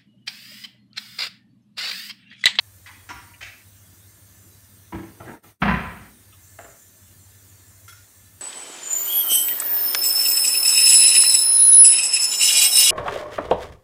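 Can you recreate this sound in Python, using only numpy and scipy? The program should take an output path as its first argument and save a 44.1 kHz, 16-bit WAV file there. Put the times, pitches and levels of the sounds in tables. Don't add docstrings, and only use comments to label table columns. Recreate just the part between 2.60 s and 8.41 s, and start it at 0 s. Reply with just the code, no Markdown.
import sys
import numpy as np
from scipy import signal
from scipy.io import wavfile
from scipy.ndimage import uniform_filter1d

SR = 44100
rng = np.random.default_rng(int(sys.argv[2]) if len(sys.argv) > 2 else 0)


def ratio_of_db(decibels):
    return 10 ** (np.asarray(decibels, float) / 20)


def inscribe(sig):
    pcm = np.round(np.clip(np.atleast_2d(sig).T, -1, 1) * 32767)
    wavfile.write(sys.argv[1], SR, pcm.astype(np.int16))


N = 256220


def evened(x):
    return x / np.sqrt(np.mean(x ** 2) + 1e-20)


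def read(points, hz):
    f, value = np.transpose(points)
    return np.interp(np.log(hz + 1), np.log(f + 1), value)


def follow(rows):
    s, db = np.transpose(rows)
    return ratio_of_db(np.interp(np.arange(N) / SR, s, db, left=-200, right=-200))


def swells(rows):
    t = np.arange(N) / SR
    total_db = sum(db * np.interp(t, [s - before, s, s + after], [0, 1, 0]) for s, db, before, after in rows)
    return ratio_of_db(total_db)


def waver(depth_db, size):
    return ratio_of_db(depth_db * evened(uniform_filter1d(rng.standard_normal(N), size=size)))


def colour(x, points):
    hz = abs(np.fft.fftfreq(8192, 1 / SR))
    log_gain = np.log(ratio_of_db(np.maximum(read(points, hz), -90)))
    taps = np.fft.ifft(np.exp(np.conj(signal.hilbert(log_gain)))).real[:4096]
    return signal.fftconvolve(x, taps)[:len(x)]


def whistle(bands):
    out = np.zeros(N)
    for hz, width, db in bands:
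        r = np.exp(-np.pi * width / SR)
        turn = np.exp(2j * np.pi * hz * np.arange(N) / SR)
        slow = signal.lfilter([1], np.convolve([1, -r], [1, -r]), rng.standard_normal(N) / turn)
        out += ratio_of_db(db) * evened((slow * turn).real)
    return out


def rush(shape, patchy_db):
    frames, hz = N // 256 + 5, np.fft.rfftfreq(1024, 1 / SR)
    a, b, patches = rng.standard_normal((frames, 513, 3)).T
    patches = evened(uniform_filter1d(uniform_filter1d(patches, 4, 0), 12, 1))
    z = (a + 1j * b) * ratio_of_db(read(shape, hz)[:, None] + patchy_db * patches)
    return evened(signal.istft(z, nperseg=1024, noverlap=768)[1][:N])


# (frequency [Hz], time to fall 60 dB [s])
WALL_RING = [(60, 1), (200, 0.72), (700, 0.66), (2000, 0.75), (5000, 0.75), (12000, 0.11)]


def walls(dryness):
    build_up = np.minimum(np.arange(SR) / (0.0083 * SR), 1)
    taps = rng.standard_normal(SR) * (rng.random(SR) < .03) * build_up
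    hz, t, z = signal.stft(taps, SR, nperseg=512)
    fall = ratio_of_db(-60 * dryness * t / read(WALL_RING, hz)[:, None])
    tail = signal.istft(z * fall, SR, nperseg=512)[1]
    return tail / np.linalg.norm(tail)


def contact(shape, tilt_db, u):
    tilted = [(hz, db + tilt_db * np.log2(hz / 1000)) for hz, db in shape]
    grains = rng.standard_normal(SR) * (0.61 + (rng.random(SR) < .08) * 1.6)
    rattle = colour(grains * u * np.exp(-3 * u), tilted)
    return rattle / (np.sqrt(uniform_filter1d(rattle ** 2, 256).max()) * 2.97)


def ringing(modes, splits, t):
    out = np.zeros(len(t))
    for (hz, db, t60), near in zip(modes, splits):
        for split in near:
            cycles = hz * (1 + 0.0062 * split) * t + 0.25 * rng.standard_normal()
            out += ratio_of_db(db - 60 * t / t60) * np.sin(2 * np.pi * cycles)
    return out


def struck(blows, shape, modes, modes_db, wet_db, dryness, cut_s):
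    out, t, room = np.zeros(N + 2 * SR), np.arange(SR) / SR, walls(dryness)
    splits = rng.standard_normal((len(modes), 3))
    for s, db, contact_ms, tilt_db in blows:
        u = t / (contact_ms / 1000)
        rattle = contact(shape, tilt_db, u)
        ring = ratio_of_db(modes_db) * (1 - np.exp(-3 * u)) * ringing(modes, splits, t)
        echo = signal.fftconvolve(rattle + 0.24 * ring, room)[:SR]
        start = round((s - contact_ms / 6000) * SR)
        out[start:][:SR] += ratio_of_db(db) * (rattle + ring + ratio_of_db(wet_db) * echo)
    return out[:N] * ratio_of_db(-170 * np.maximum(np.arange(N) / SR - cut_s, 0))


# (frequency [Hz], level [dB])
HUM_TONES = [(100.1, -55), (87.93, -58)]
# (frequency [Hz], width [Hz], level [dB])
HOUSING = [(64.5, 20, -4), (99, 33, -2.5), (120.7, 54, -6.5)]
# (peak time [s], level above the murmur [dB], rise [s], fall [s])
BOOMS = [
    (.56, 16.5, 0.062, .08),
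    (.84, 10, .05, .06),
    (2.345, 27.5, 0.027, 0.1),
    (2.68, 10.5, 0.091, .06),
    (3.08, 33.5, 0.06, 0.24),
    (3.4, 13, .2, 0.072),
    (4.13, 18.5, 0.12, .05),
]
# (deepest time [s], level [dB], fall [s], recovery [s])
DUCKS = [
    (.3, 0, 0.16, 0.29),
    (.97, -9, 0.086, 0.096),
    (2.44, -10, .05, 0.072),
    (2.76, -14, 0.092, 0.17),
    (3.5, -14, 0.068, 0.14),
    (4.19, -15.5, 0.2, 0.089),
    (4.36, -12, 0.13, 0.061),
    (5.48, -13, .05, 0.13),
]


def hum():
    t = np.arange(N) / SR - .0756
    tones = sum(np.sqrt(2) * ratio_of_db(db) * np.cos(2 * np.pi * hz * t) for hz, db in HUM_TONES)
    tones *= ratio_of_db(-1.86) * waver(1.5, 4000)
    murmur = whistle(HOUSING)
    murmur = evened(murmur / np.sqrt(uniform_filter1d(murmur ** 2, size=5000)))
    return swells(DUCKS) * (tones + ratio_of_db(-61) * swells(BOOMS) * murmur)


# (frequency [Hz], level [dB per Hz])
FAN = [(76, -48), (130, -7.5), (167, 0), (293, -3.5), (377, -7), (402, -8), (566, -6.5), (1440, -8),
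       (1770, -12), (3000, -12.5), (3900, -36), (6600, -120)]
# (peak time [s], level above the fan [dB], rise [s], fall [s])
SHAKES = [
    (2.56, 13, 0.18, 0.18),
    (2.87, 10, 0.15, 0.077),
    (3.11, 34, 0.17, 0.18),
    (3.38, 13, 0.24, 0.34),
    (1.3, 5, .15, 0.16),
    (1.9, 4.5, 0.12, 0.091),
    (4.93, 5.5, 0.088, .12),
]
# (frequency [Hz], level [dB per Hz])
DUCT = [(260, -44), (450, -8), (648, -0.5), (707, -7), (1260, -4), (1450, -3.5), (1780, -2.5),
        (3000, -14.5), (3900, -32), (6600, -120)]


def fan():
    darker = [(hz, db - 12 * (hz > 500)) for hz, db in FAN]
    return ratio_of_db(-64) * swells(SHAKES) * rush(darker, 2.73) + ratio_of_db(-65.5) * rush(DUCT, 1.5)


# (frequency [Hz], level [dB per Hz])
FLAME = [(1470, -44), (2500, -12), (3120, -11), (3520, -7.5), (4710, -7.5), (5080, -10), (6150, -4),
         (7170, -7.5), (7800, -9), (8810, -1.5), (10400, -7), (11200, -5.5), (14400, -3.5), (15700, -4)]


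def flame():
    return ratio_of_db(-53) * rush(FLAME, 3.15)


# (frequency [Hz], width [Hz], level [dB])
AIR_WHISTLES = [(1754, 23, -73), (2097, 56, -76.5), (8370, 690, -68)]


def air_whistles():
    return waver(2.5, 6000) * whistle(AIR_WHISTLES)


# (time [s], level [dB])
BOIL = [
    (0.0, -61),
    (1.16, -60),
    (1.86, -54),
    (2.68, -71),
    (3.68, -80),
    (3.83, -48.5),
    (4.71, -53),
    (5.1, -50.5),
    (5.81, -55),
]
# (frequency [Hz], level [dB per Hz])
VENT = [(5000, -34), (5700, -9), (6200, -2), (6600, -4), (7300, 4), (7900, -3.5), (8800, -13)]


def steam():
    return ratio_of_db(-6) * follow(BOIL) * rush(VENT, 4.7)


# (time [s], peak level [dB], contact time [ms], brightness [dB per octave])
SMALL_POT_BLOWS = [
    (.263, -33.5, 27, 1.5),
    (.289, -37.5, 16.7, -9.5),
]
# (frequency [Hz], level [dB per Hz])
SMALL_POT = [(290, -65), (500, -28), (903, -5), (1140, -1), (1450, -4), (1770, 5), (3550, -9), (4180, -12),
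             (8000, -21), (10400, -33), (17600, -120)]
# (frequency [Hz], level [dB], time to fall 60 dB [s])
SMALL_POT_MODES = [(1130, -15, .1), (1800, -12, 0.12), (2050, -5, .08)]


def small_pot():
    return struck(SMALL_POT_BLOWS, SMALL_POT, SMALL_POT_MODES, -9, -2.0, 0.88, 0.6)


# (time [s], peak level [dB], contact time [ms], brightness [dB per octave])
BIG_POT_BLOWS = [
    (.492, -26.5, 19.3, 0.61),
    (.504, -24, 22, 0.24),
    (.549, -43, 18.9, -2),
]
# (frequency [Hz], level [dB per Hz])
BIG_POT = [(88, -63), (150, -11.5), (324, -4), (571, -18), (725, -6), (876, -8), (938, 0.5), (1680, -2),
           (1830, -0.5), (4860, -22.5), (5480, -11.5), (7710, -26), (9000, -28), (11700, -60),
           (19800, -120)]
# (frequency [Hz], level [dB], time to fall 60 dB [s])
BIG_POT_MODES = [(1000, -7, 0.13), (1370, -12, .15), (1686, -17, 0.11), (2110, -17, 0.18),
                 (5400, -10.5, .55), (5480, -15, .3)]


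def big_pot():
    return struck(BIG_POT_BLOWS, BIG_POT, BIG_POT_MODES, -21.5, -4.5, 1.07, 0.97)


# (time [s], level [dB], three short modes [Hz])
TICKS = [
    (.736, -55, 1900, 2360, 2680),
    (3.723, -60, 1243, 2790, 3350),
    (3.736, -65, 1130, 3280, 5400),
]


def bangle_ticks():
    out, t = np.zeros(N), np.arange(2000) / SR
    for s, db, *modes_hz in TICKS:
        ping = sum(np.sin(2 * np.pi * (hz * (1 + 0.06 * split) * t + turn))
                   for hz in modes_hz for split, turn in rng.standard_normal((4, 2)))
        out[round(s * SR):][:len(t)] += ratio_of_db(db) * ping * t / 0.008 * np.exp(1 - t / 0.0068)
    return out


# (time [s], peak level [dB], contact time [ms], brightness [dB per octave])
PAN_BLOWS = [
    (.811, -28, 20, -1.3),
    (.827, -25.5, 14, -0.31),
    (.859, -35, 14.3, 0.39),
]
# (frequency [Hz], level [dB per Hz])
PAN = [(240, -28), (400, -24), (686, -10.5), (1040, -20), (1240, -7), (1420, -6.5), (1710, 0), (2570, -1),
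       (3310, -11), (6500, -14.5), (9000, -30), (13000, -58), (22000, -120)]
# (frequency [Hz], level [dB], time to fall 60 dB [s])
PAN_MODES = [(1760, -10, 0.13), (2540, -23, 0.041), (3070, -5, 0.057)]


def pan():
    return struck(PAN_BLOWS, PAN, PAN_MODES, -7, -3.5, 1.2, 1.0)


# (time [s], peak level [dB], contact time [ms], brightness [dB per octave])
BUMP_BLOWS = [
    (2.326, -24, 21.4, 0.51),
    (2.346, -25, 20.8, -0.25),
    (2.384, -30.5, 19.8, 0.6),
    (2.429, -37, 18, 0),
]
# (frequency [Hz], level [dB per Hz])
BUMP = [(29, -54), (50, -24), (80, -4), (200, -6), (251, -6), (328, -3.5), (560, -15), (982, -11.5),
        (1180, -19), (1900, -17), (7000, -50.5), (9100, -81), (15400, -120)]
# (frequency [Hz], level [dB], time to fall 60 dB [s])
PANEL_MODES = [(191.6, -3, 0.19), (295, -9, 0.28), (330.6, -5.5, 0.44), (976, -1, 0.096), (1304, -2, 0.065),
               (1900, -16, 0.13)]


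def door_bump():
    return struck(BUMP_BLOWS, BUMP, PANEL_MODES, -9.0, -6, 0.82, 2.5)


# (time [s], peak level [dB], contact time [ms], brightness [dB per octave])
CATCH_BLOWS = [
    (2.602, -27.5, 20.5, -1.5),
    (2.635, -47, 21, 14),
    (2.841, -43, 15.5, 4.5),
    (2.87, -53, 19, -7),
]
# (frequency [Hz], level [dB per Hz])
CATCH = [(59, -31.5), (100, 0.5), (605, -2.5), (826, 1.5), (1110, -7.5), (1310, 1.5), (1620, -15),
         (1930, -9), (5000, -35), (6500, -62.5), (11000, -120)]


def door_catch():
    return struck(CATCH_BLOWS, CATCH, PANEL_MODES, -21, -0.5, 0.92, 2.95)


# (time [s], level [dB])
RUBBING = [
    (2.645, -58),
    (2.655, -49),
    (2.691, -36.5),
    (2.749, -48),
    (2.785, -41),
    (2.8, -84),
]
# (frequency [Hz], level [dB per Hz])
RUB = [(35, -17), (60, -7), (323, 1.5), (595, -6.5), (894, -9), (1020, -17), (1140, -15), (1840, -9),
       (2130, -16.5), (5000, -49.5), (6500, -85), (11000, -120)]
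# (frequency [Hz], width [Hz], level [dB])
RUB_MODES = [(320, 49, -11), (1595, 44, -17)]
# (time [s], level [dB])
SQUEAK = [
    (2.672, -64),
    (2.682, -39),
    (2.74, -41),
    (2.76, -65),
]


def door_rub():
    grains = rng.standard_normal(N) * (0.38 + rng.exponential(1, N) * (rng.random(N) < .03))
    near = follow(RUBBING) * evened(evened(colour(grains, RUB)) + whistle(RUB_MODES))
    near += follow(SQUEAK) * whistle([(920, 10.5, 0.0042)])
    return near + ratio_of_db(-7.5) * signal.fftconvolve(near, walls(2.9))[:N]


# (deepest time [s], level [dB], fade [s], reopening [s])
GATE = [
    (2.82, -22.5, 0.069, 0.02),
    (2.99, -36, 0.081, 0.021),
]


def noise_gate():
    return swells(GATE)


# (time [s], peak level [dB], contact time [ms], brightness [dB per octave])
SLAM_BLOWS = [
    (3.022, -8, 25.2, 0.75),
    (3.056, -12, 18.4, -0.5),
    (3.08, -10, 18, -0.3),
    (3.096, -14, 20, 2.5),
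    (3.11, -13, 16, -1.5),
    (3.139, -17, 17.4, 1),
    (3.169, -23, 18, 0),
]
# (frequency [Hz], level [dB per Hz])
SLAM = [(18, -46), (30, -39), (56, -1), (135, -12), (184, -2), (350, -15), (386, -15.5), (552, -13.5),
        (684, -6), (828, -10.5), (978, -9), (1950, -9), (4960, -38), (9000, -66), (11700, -74),
        (19800, -120)]
# (frequency [Hz], level [dB], time to fall 60 dB [s])
DOOR_MODES = [(63.4, -8.5, 0.25), (77, -17, 0.15), (171, -3.5, 0.21), (191, 1, 0.18), (230, -5.5, 0.22),
              (391, -18.5, 0.37), (593, -17, 0.28), (702, -23, 0.34), (1010, -6.5, 0.4), (1238, -24, 0.12),
              (1178, -16, 0.19), (1370, -10, 0.14), (1555, 2, 0.088), (1690, -15, .25), (2000, -16, 0.3),
              (2260, -35, 0.23), (2715, -14, 0.2), (3140, -21.5, 0.14), (139, -10, 0.28)]


def door_slam():
    return struck(SLAM_BLOWS, SLAM, DOOR_MODES, -13.5, -6.5, 0.9, 3.48)


# (time [s], peak level [dB], contact time [ms], brightness [dB per octave])
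TOOL_BLOWS = [
    (3.988, -28.5, 12.8, -1),
    (4.005, -33, 14.4, -2),
    (4.046, -34, 11.4, -3.5),
    (4.062, -42.5, 12.1, -1),
    (4.09, -53, 16, -7),
]
# (frequency [Hz], level [dB per Hz])
TOOL = [(120, -46), (200, -18), (347, -6), (542, -8.5), (654, 2.5), (929, -8), (1920, -6.5), (2320, -12.5),
        (5000, -32), (6500, -62), (11000, -120)]
# (frequency [Hz], level [dB], time to fall 60 dB [s])
TOOL_MODES = [(402, -16.5, 0.76), (656, -8, 0.15), (814, -2.5, 0.1), (1130, -8, .06), (1623, -7, .08)]


def tool():
    return struck(TOOL_BLOWS, TOOL, TOOL_MODES, -15.0, -6.5, 1.4, 4.16)


# (time [s], peak level [dB], contact time [ms], brightness [dB per octave])
LID_BLOWS = [
    (5.281, -38, 14, -1.5),
    (5.293, -38.5, 14, 1),
    (5.325, -42, 14, -.6),
]
# (frequency [Hz], level [dB per Hz])
LID = [(530, -64.5), (900, -24), (1390, -6), (2920, -11), (3290, -11), (4850, -10), (5260, -3.5),
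       (15000, -26)]
# (frequency [Hz], level [dB], time to fall 60 dB [s])
LID_MODES = [(1374, 3.5, 0.074), (1431, -17, 0.64), (2120, -3, 0.077), (2593, -14, .1), (3354, -6.5, 0.16),
             (5400, -13, 0.43), (5700, -20, .12), (8130, -14, .08), (9840, -4.5, 0.14),
             (11900, -0.5, 0.089), (14200, -17, .04)]


def lid():
    softer = [(hz, db - 4.5 * (hz > 1500)) for hz, db in LID]
    return struck(LID_BLOWS, softer, LID_MODES, -8.5, -4.0, 0.66, 5.43)


def scene():
    background = hum() + fan() + flame() + air_whistles() + steam()
    pots = small_pot() + big_pot() + bangle_ticks() + pan()
    doors = door_bump() + door_catch() + door_rub() + door_slam()
    stove = tool() + lid()
    return (background + pots + doors + stove)[None]


def band_limit(x):
    return signal.sosfilt(signal.butter(12, 16680, fs=SR, output="sos"), x)


def record(dry):
    bass_cut_hz, treble_limit_hz = 45, 15715
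    cut = signal.sosfilt(signal.butter(4, bass_cut_hz, "high", fs=SR, output="sos"), dry)
    limit = signal.firwin(1023, treble_limit_hz, window=("kaiser", 10), fs=SR)
    mix = signal.oaconvolve(cut, limit[None], "same") * noise_gate()
    return band_limit(mix)


dry = scene()
out = record(dry)
inscribe(out)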